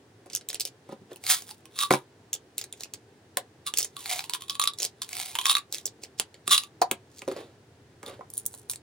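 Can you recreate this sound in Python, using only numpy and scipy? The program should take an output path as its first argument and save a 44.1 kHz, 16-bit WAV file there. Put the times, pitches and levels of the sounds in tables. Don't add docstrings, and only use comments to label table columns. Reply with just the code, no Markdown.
import sys
import numpy as np
from scipy import signal
from scipy.fft import rfft, irfft
from scipy.io import wavfile
from scipy.ndimage import uniform_filter1d

SR = 44100
rng = np.random.default_rng(int(sys.argv[2]) if len(sys.argv) > 2 else 0)


def waveform_to_disk(signal):
    frames = np.transpose(np.atleast_2d(signal))
    scaled = np.clip(frames, -1, 1) * 32767
    samples = np.round(scaled).astype(np.int16)
    wavfile.write(sys.argv[1], SR, samples)


N = 388944
TIME = np.arange(N) / SR
LEAD = SR // 500

RUMBLE_COLOUR = [(15, -55.5), (25, -39.5), (108, 4), (175, -7), (416, -1.5), (591, -12), (734, -10),
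                 (1230, -18.5), (1740, -16), (2220, -20.5), (4610, -24), (9840, -30), (11900, -41.5),
                 (14800, -36.5), (16000, -36.5)]
BASS_GROWTH = [(0, 0), (5.5, -1), (7.2, 4.5), (8.8, 10)]
# t/s, level/dB, centre f/Hz, spread/octaves, crack level/dB
DESK_KNOCKS = [(0.26, -40, 520, .5, -42.5), (0.891, -32.5, 404, 1.13, -48), (.924, -28, 345, 1.1, -45),
               (1.015, -40.5, 190, 0.77, -62), (1.117, -36, 452, 0.75, -52), (1.907, -6, 575, 1.32, -11.5),
               (1.937, -14.5, 518, 1.6, -13), (3.372, -24.5, 696, 0.37, -26.5), (6.199, -38, 805, .88, -34),
               (6.477, -31.5, 325, 1.3, -35), (6.817, -9.5, 813, 0.31, -12.5),
               (6.9126, -22.5, 413, 0.83, -20.5), (7.22, -37, 600, 1.8, -52),
               (7.278, -17.5, 412, 0.58, -27), (7.315, -25, 400, 0.48, -30.5),
               (7.364, -28.5, 464, 0.26, -34), (8.03, -36.5, 494, 1.46, -34), (8.193, -34, 530, .32, -57),
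               (8.209, -32.5, 910, 0.58, -54)]
DESK_MODES = [(136.1, -6, 0.18), (214, 0.5, 0.056), (288, -6, 0.086), (373.4, 0, .075), (447, 0.5, 0.017),
              (554.3, 0.5, 0.054), (720, -3, 0.027), (769.5, 1.5, 0.03), (1019, 1, 0.043),
              (1222, -7, 0.088), (1419, -6, .05), (1950, -4, .04), (2260, 2, 0.041)]
KNOCK_COLOUR = [(150, -24.5), (500, 7), (1000, 5), (1500, 0.5), (2200, -4), (3000, -9), (4500, -5.5),
                (7000, -8.5), (9500, -7), (15000, -16)]
DESK_PUSHES = [(0.922, -49, 0.023, 0.018), (1.12, -41.5, 0.012, 0.012), (7.295, -42.5, 0.0087, 0.081),
               (7.38, -40, 0.016, 0.043), (8.085, -41, .025, 0.041), (8.14, -47, 0.014, 0.015)]
PUSH_COLOUR = [(150, -3), (380, 9), (560, 9), (800, -2.5), (1200, -4.5), (2200, -11), (3700, -8),
               (5500, -19.5), (9500, -19), (15000, -28.5)]
# t/s, level/dB
ORGANIZER_TICKS = [(0.3005, -36.5), (0.3337, -28.5), (0.3504, -14), (0.4111, -40), (0.4883, -20.5),
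                   (0.502, -24), (0.5303, -28), (0.5451, -21), (0.5585, -38), (0.599, -20.5),
                   (0.6078, -15.5), (0.6525, -19), (2.3312, -15), (2.3395, -20), (2.5813, -16.5),
                   (2.6136, -25), (2.6408, -29), (2.7266, -27.5), (2.8077, -28.5), (2.8351, -25.5),
                   (2.9373, -25.5), (3.7734, -14.5), (3.7858, -8.5), (3.7897, -16), (3.8287, -16.5),
                   (3.8464, -20.5), (4.7868, -25), (4.8022, -19), (4.8505, -17), (5.7258, -20.5),
                   (5.7544, -30), (5.7834, -28.5), (5.857, -15.5), (6.0365, -28.5), (6.343, -39)]
ORGANIZER_COLOUR = [(150, -41), (400, -7), (1000, -20.5), (1700, -16), (2600, -9), (3800, -5), (5200, -0.5),
                    (7000, -1.5), (9500, -4.5), (15000, -11)]
# peak t/s, level/dB, rise/s, fall/s
ORGANIZER_RUSTLES = [(.352, -40.5, 0.02, 0.0088), (.665, -38, .008, .01), (2.338, -45, 0.0044, 0.011),
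                     (2.584, -39, 0.0048, 0.018), (2.823, -48, 0.034, 0.009), (3.797, -28.5, 0.014, 0.023),
                     (4.832, -24, 0.013, 0.014), (5.745, -31.5, .01, 0.023), (6.041, -44.5, 0.012, .012),
                     (6.188, -40, 0.00378, .005), (7.191, -47, 0.032, .03)]
LID_SNAPS = [(3.3717, -11.5, 3, 1830), (3.739, -22, -1, 3080), (6.1985, -12, 0, 2960),
             (6.9137, -13, 3.5, 2170), (7.2198, -36, -4, 2390)]
LID_COLOUR = [(150, -9.5), (400, -9), (1000, -11), (1700, -11), (2600, -8.5), (3800, -6), (5200, -9.5),
              (7000, -3.5), (9500, -3), (15000, -11.5)]
WALL_HITS = [(1.1312, -42.5), (1.16, -38), (1.2394, -30), (1.2661, -20.5), (1.3001, -16), (1.4219, -32.5),
             (1.4924, -38), (1.5108, -31.5), (1.6556, -40.5), (1.7896, -20), (1.8341, -21), (3.6663, -27),
             (3.9668, -32.5), (4.0583, -25.5), (4.1926, -21.5), (4.241, -31), (4.2965, -23), (4.336, -20.5),
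             (4.3492, -25.5), (4.4974, -20.5), (4.5532, -31.5), (4.5971, -16), (4.6166, -22), (4.6241, -24),
             (4.6387, -19.5), (4.6745, -16), (4.7357, -38), (5.019, -23.5), (5.0911, -30), (5.1302, -25),
             (5.3536, -20.5), (5.3876, -19), (5.4135, -25), (5.4562, -14), (5.4664, -17.5), (5.4969, -13.5),
             (5.5523, -16), (5.5682, -20), (6.4779, -18.5), (6.5792, -14.5), (6.6358, -32), (8.063, -36.5)]
BOTTLE_COLOUR = [(150, -43), (400, -29.5), (800, -16.5), (1150, -10), (1700, -9), (2600, -9), (3800, 0),
                 (5200, -3.5), (7000, -3.5), (9500, -1), (15000, -7)]
# peak t/s, level/dB, rise/s, fall/s, air ring level/dB
PILL_TUMBLES = [(1.311, -12, .018, 0.027, -16), (1.5, -41.5, 0.032, 0.036, -24),
                (1.816, -25.5, 0.022, 0.022, -2), (1.925, -26, 0.0048, 0.021, -6),
                (3.675, -31.5, 0.0067, 0.013, 1.5), (4.01, -39, 0.017, 0.063, -16),
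                (4.118, -26, 0.032, 0.049, 4.5), (4.345, -31.5, 0.012, 0.0069, -4),
                (4.42, -42, .012, 0.012, 3), (4.52, -47.5, 0.028, 0.031, 5.5),
                (4.634, -39, 0.015, 0.025, -6), (5.022, -34.5, .003, 0.016, -13),
                (5.18, -29.5, 0.036, 0.069, 3), (5.29, -41.5, .025, 0.066, 2.5),
                (5.511, -22.5, 0.031, 0.021, -1), (6.477, -30.5, .0042, .006, -7),
                (6.522, -15, .008, 0.026, -0.5), (7.4, -61, 0.033, 0.039, -6),
                (8.081, -47.5, .014, 0.013, 0)]
AIR_MODES = [(1142, -3.5, .07), (1199, -13, 0.031), (2700, -11.5, .013), (3253, -18, 0.013),
             (3460, -11, 0.022), (3770, -11.5, 0.02), (7110, -17, 0.01), (9850, -10, 0.0079)]
PALM_MOVES = [(1.094, 1.472, 0.13), (3.964, 4.174, 0.16), (4.996, 5.313, .085)]
BLISTER_CRACKS = [(8.3023, -33, 3.5), (8.3378, -27, 4), (8.3712, -25.5, 2), (8.3789, -15, 7), (8.4555, -32, 1),
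                  (8.4633, -12.5, 4), (8.5405, -34, -9.5), (8.6983, -18.5, -5), (8.7354, -31.5, -10.5),
                  (8.7589, -30.5, -6)]
BLISTER_COLOUR = [(400, -22), (1000, -16), (1700, -19), (2600, -16.5), (3800, -5.5), (5200, -5),
                  (7000, 1.5), (9500, 8), (15000, -2)]
PACK_FLEXES = [(8.385, -37.5, .02, 0.013), (8.53, -46.5, 0.038, 0.05), (8.705, -28.5, .005, 0.015)]
ECHO_FADE = [(150, 0.073), (600, 0.15), (3000, 0.12), (8000, 0.088), (15000, 0.061)]
STEREO_LIKENESS = [(100, .99), (400, 0.96), (1000, 0.44), (2500, 0.16), (8000, 0.083)]
STEREO_BALANCE = [(500, -0.5), (1200, -2.5), (2500, -2.1), (5000, -2.5), (9000, -3.2), (14000, 1.5)]
STEREO_PHASE = [(200, 0.43), (500, -.3), (1200, -1.4), (2200, -0.1), (4000, 0.74), (8000, 1.69),
                (14000, 1.78)]


def amp(db):
    return 10 ** (np.asarray(db) / 20)


def read(points, hz):
    f, value = np.transpose(points)
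    return np.interp(np.log(hz + 1), np.log(f), value)


def unit(x):
    return x * np.sqrt(SR / 1000 / (np.sum(x ** 2) + 1e-20))


def add(mix, s, sound):
    part = mix[max(round(s * SR), 0):][:len(sound)]
    part += sound[:len(part)]


def high_pass(x, edge_hz):
    return signal.sosfilt(signal.butter(2, edge_hz, "high", fs=SR, output="sos"), x)


def diffuse(z, hz):
    same = np.clip(read(STEREO_LIKENESS, hz), -1, 1)[:, None]
    return np.array([z[0], same * z[0] + np.sqrt(1 - same ** 2) * z[1]])


def rumble(level_db):
    hz, t, z = signal.stft(rng.standard_normal((2, N)), SR, nperseg=2048)
    swell_db = np.interp(t, *np.transpose(BASS_GROWTH)) * np.exp(-(hz[:, None] / 130) ** 2)
    spectrum = diffuse(z, hz) * amp(read(RUMBLE_COLOUR, hz)[:, None] + swell_db)
    noise = high_pass(signal.istft(spectrum, SR, nperseg=2048)[1][:, :N], edge_hz=72)
    return amp(level_db) * noise / noise.std()


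def click(colour, tilt_db, ripple_db, size=1024):
    hz = np.fft.rfftfreq(size, 1 / SR)
    ripple = uniform_filter1d(rng.standard_normal(len(hz)), size=24)
    db = read(colour, hz) + tilt_db * np.log2(np.maximum(hz, 2000) / 5000)
    db += ripple_db * np.tanh(ripple / ripple.std())
    log_gain = np.log(amp(np.r_[db, db[-2:0:-1]]))
    pulse = np.fft.ifft(np.exp(np.conj(signal.hilbert(log_gain)))).real
    return unit(high_pass(pulse, edge_hz=190))


def chatter(chatter_db, chatter_s, size=1024):
    blow = rng.standard_normal(size) * np.exp(-np.arange(size) / SR / chatter_s)
    blow *= amp(chatter_db) / np.linalg.norm(blow)
    blow[0] = 1
    spectrum = rfft(blow)
    flattened = irfft(spectrum / abs(spectrum) ** 0.63, size)
    return np.roll(flattened, LEAD)[:size // 2]


def contacts(rows, colour, ripple_db, chatter_db, chatter_s):
    out = np.zeros(N)
    for s, db, tilt_db in rows:
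        hit = np.convolve(chatter(chatter_db, chatter_s), click(colour, tilt_db, ripple_db))
        add(out, s - LEAD / SR, amp(db) * unit(hit))
    return out


def tumble(row, colour, per_s, spread_db, kinds=5):
    s, db, rise, fall = row
    t = np.arange(-6 * rise, 6 * fall, 1 / SR)
    swell = np.exp(np.where(t < 0, t / rise, -t / fall))
    grains = np.zeros(len(t))
    for _ in range(kinds):
        struck = rng.random(len(t)) < per_s / kinds / SR
        strength = amp(spread_db * np.minimum(rng.exponential(1, len(t)), 3))
        grain = np.convolve(chatter(chatter_db=12, chatter_s=.0006), click(colour, 0, ripple_db=3.1))
        hits = struck * strength * rng.choice([-1, 1], len(t))
        grains += signal.oaconvolve(hits, grain)[LEAD:LEAD + len(t)]
    grains *= swell
    return s + t[0], amp(db) * grains * np.linalg.norm(swell) / (np.linalg.norm(grains) + 1e-9)


def desk(rebound_s=0.0072, rebound_db=-5):
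    out, t = np.zeros(N), np.arange(SR // 4) / SR
    hz, mode_db, t60 = np.transpose(DESK_MODES)[:, :, None]
    phase = 1.28 * (-1) ** np.arange(len(DESK_MODES))[:, None]
    attack, fade = 1 - np.exp(-t / 0.000072), np.exp(-np.log(1000) * t / t60)
    for s, db, centre_hz, spread, _ in DESK_KNOCKS:
        weight = amp(mode_db) * np.exp(-.5 * (np.log2(hz / centre_hz) / spread) ** 2)
        detune = 1 + .012 * rng.standard_normal(hz.shape)
        modes = weight * np.sin(2 * np.pi * hz * detune * t + phase) * fade
        add(out, s, amp(db + 2.5) * unit(high_pass(modes.sum(0) * attack, edge_hz=150)))
    for row in DESK_PUSHES:
        add(out, *tumble(row, PUSH_COLOUR, per_s=4900, spread_db=2))
    cracks = [(s, crack_db, 0) for s, *_, crack_db in DESK_KNOCKS]
    cracks += [(s + rebound_s, db + rebound_db, tilt_db) for s, db, tilt_db in cracks]
    return out + contacts(cracks, KNOCK_COLOUR, ripple_db=6.5, chatter_db=11.5, chatter_s=0.0023)


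def bouncing(rows, neutral_db, tilt_per_db, bounce_s, loss_db, bounces=2):
    hits = []
    for s, db in rows:
        for gap, loss in rng.uniform(.5, 1.5, (bounces + 1, 2)):
            hits.append((s, db, tilt_per_db * (db - neutral_db)))
            s, db = s + gap * bounce_s, db - loss * loss_db
    return hits


def organizer():
    hits = bouncing(ORGANIZER_TICKS, neutral_db=-24.5, tilt_per_db=0.46, bounce_s=0.0082, loss_db=10.5)
    out = contacts(hits, ORGANIZER_COLOUR, ripple_db=10.0, chatter_db=-0.5, chatter_s=0.00106)
    for row in ORGANIZER_RUSTLES:
        add(out, *tumble(row, ORGANIZER_COLOUR, per_s=1100, spread_db=7.5))
    for *row, lid_hz in LID_SNAPS:
        snap = contacts([row], LID_COLOUR, ripple_db=3.0, chatter_db=8, chatter_s=.0004)
        lid_ring = signal.lfilter(*signal.iirpeak(lid_hz, Q=4, fs=SR), snap + 1e-18)
        out += snap + amp(9.5) * lid_ring
    return out


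def bottle():
    hits = bouncing(WALL_HITS, neutral_db=-39, tilt_per_db=-0.11, bounce_s=0.012, loss_db=12.5)
    wall = contacts(hits, BOTTLE_COLOUR, ripple_db=7.5, chatter_db=6.0, chatter_s=0.001)
    drive = wall.copy()
    for s, db, rise, fall, ring_db in PILL_TUMBLES:
        crowd = amp(.45 * (db + 29.5))
        start, sound = tumble((s, db, rise, fall), BOTTLE_COLOUR, per_s=1700 * crowd, spread_db=7.5)
        add(wall, start, amp(-3.0) * sound)
        add(drive, start, amp(ring_db) * sound)
    return wall + bottle_air(drive)


def palm_pitch(open_factor=1.025, cupped_factor=0.631, close_s=.11):
    cupped = np.zeros(N)
    for close, lift, lift_s in PALM_MOVES:
        closing = np.clip((TIME - close) / close_s, 0, 1)
        cupped += closing * np.exp(-np.maximum(TIME - lift, 0) / lift_s)
    return open_factor + (cupped_factor - open_factor) * np.minimum(cupped, 1)


def ring(x, hz, t60):
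    phase = (2 * np.pi * (np.cumsum(hz / SR) % 1)).astype(np.float32)
    turn = np.cos(phase) + 1j * np.sin(phase)
    decay = np.exp(-np.log(1000) / (t60 * SR))
    gain = np.sqrt(2 * (1 - decay * decay))
    return (turn * signal.lfilter([gain], [1, -decay], x * turn.conj() + 1e-18)).real


def bottle_air(drive):
    pitch = palm_pitch()
    cover = np.clip((1 - pitch) / .3, 0, 1)
    glide_below_hz = 5000
    opened = sum(amp(db) * ring(drive * (1 - cover), hz * pitch ** (hz < glide_below_hz), t60)
                 for hz, db, t60 in AIR_MODES)
    damped = sum(amp(db) * ring(drive * cover, hz * pitch, t60 / 2)
                 for hz, db, t60 in AIR_MODES[::4])
    return amp(-0.5) * opened + amp(-2.0) * damped


def blister():
    out = contacts(BLISTER_CRACKS, BLISTER_COLOUR, ripple_db=7.5, chatter_db=-2.5, chatter_s=0.0013)
    for row in PACK_FLEXES:
        add(out, *tumble(row, BLISTER_COLOUR, per_s=450, spread_db=6))
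    return out


def room(x, wet_db, build_s, patterns=3):
    out = np.zeros((2, N))
    for k in range(patterns):
        hz, t, z = signal.stft(rng.standard_normal((2, SR // 4)), SR, nperseg=256)
        fade = np.exp(-np.log(1000) * t / read(ECHO_FADE, hz)[:, None])
        tail = signal.istft(diffuse(z, hz) * fade, SR, nperseg=256)[1]
        tail *= np.minimum(np.arange(tail.shape[1]) / SR / build_s, 1) ** 2
        share = np.sqrt(2 / patterns) * np.cos(np.pi * (7 * TIME + k / patterns))
        out += signal.oaconvolve((x * share)[None], tail / np.linalg.norm(tail[0]), axes=1)[:, :N]
    return amp(wet_db) * out


def direct_sound(x):
    hz = np.fft.rfftfreq(N, 1 / SR)
    left = amp(read(STEREO_BALANCE, hz) / 2) * np.exp(.5j * read(STEREO_PHASE, hz))
    return irfft(rfft(x) * np.array([left, 1 / left]), N)


def microphone_dip(x, centre_hz, width_hz, depth_db):
    hz = np.fft.rfftfreq(N, 1 / SR)
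    dip_db = -depth_db * np.exp(-((hz - centre_hz) / width_hz) ** 2)
    return irfft(rfft(x) * amp(dip_db), N)


def scene():
    near = organizer() + bottle() + blister() + desk()
    heard = direct_sound(near) + room(near, wet_db=-8.0, build_s=0.0018)
    return microphone_dip(heard, centre_hz=11835, width_hz=640, depth_db=12.5) + rumble(level_db=-57)


def record(dry):
    ceiling, edge_hz = .8, 16250
    rounded = dry / (1 + (dry / ceiling) ** 4) ** (1 / 4)
    low_pass = signal.firwin(301, edge_hz, window=("kaiser", 10), fs=SR)
    return signal.oaconvolve(rounded, low_pass[None], "same")


dry = scene()
out = record(dry)
waveform_to_disk(out)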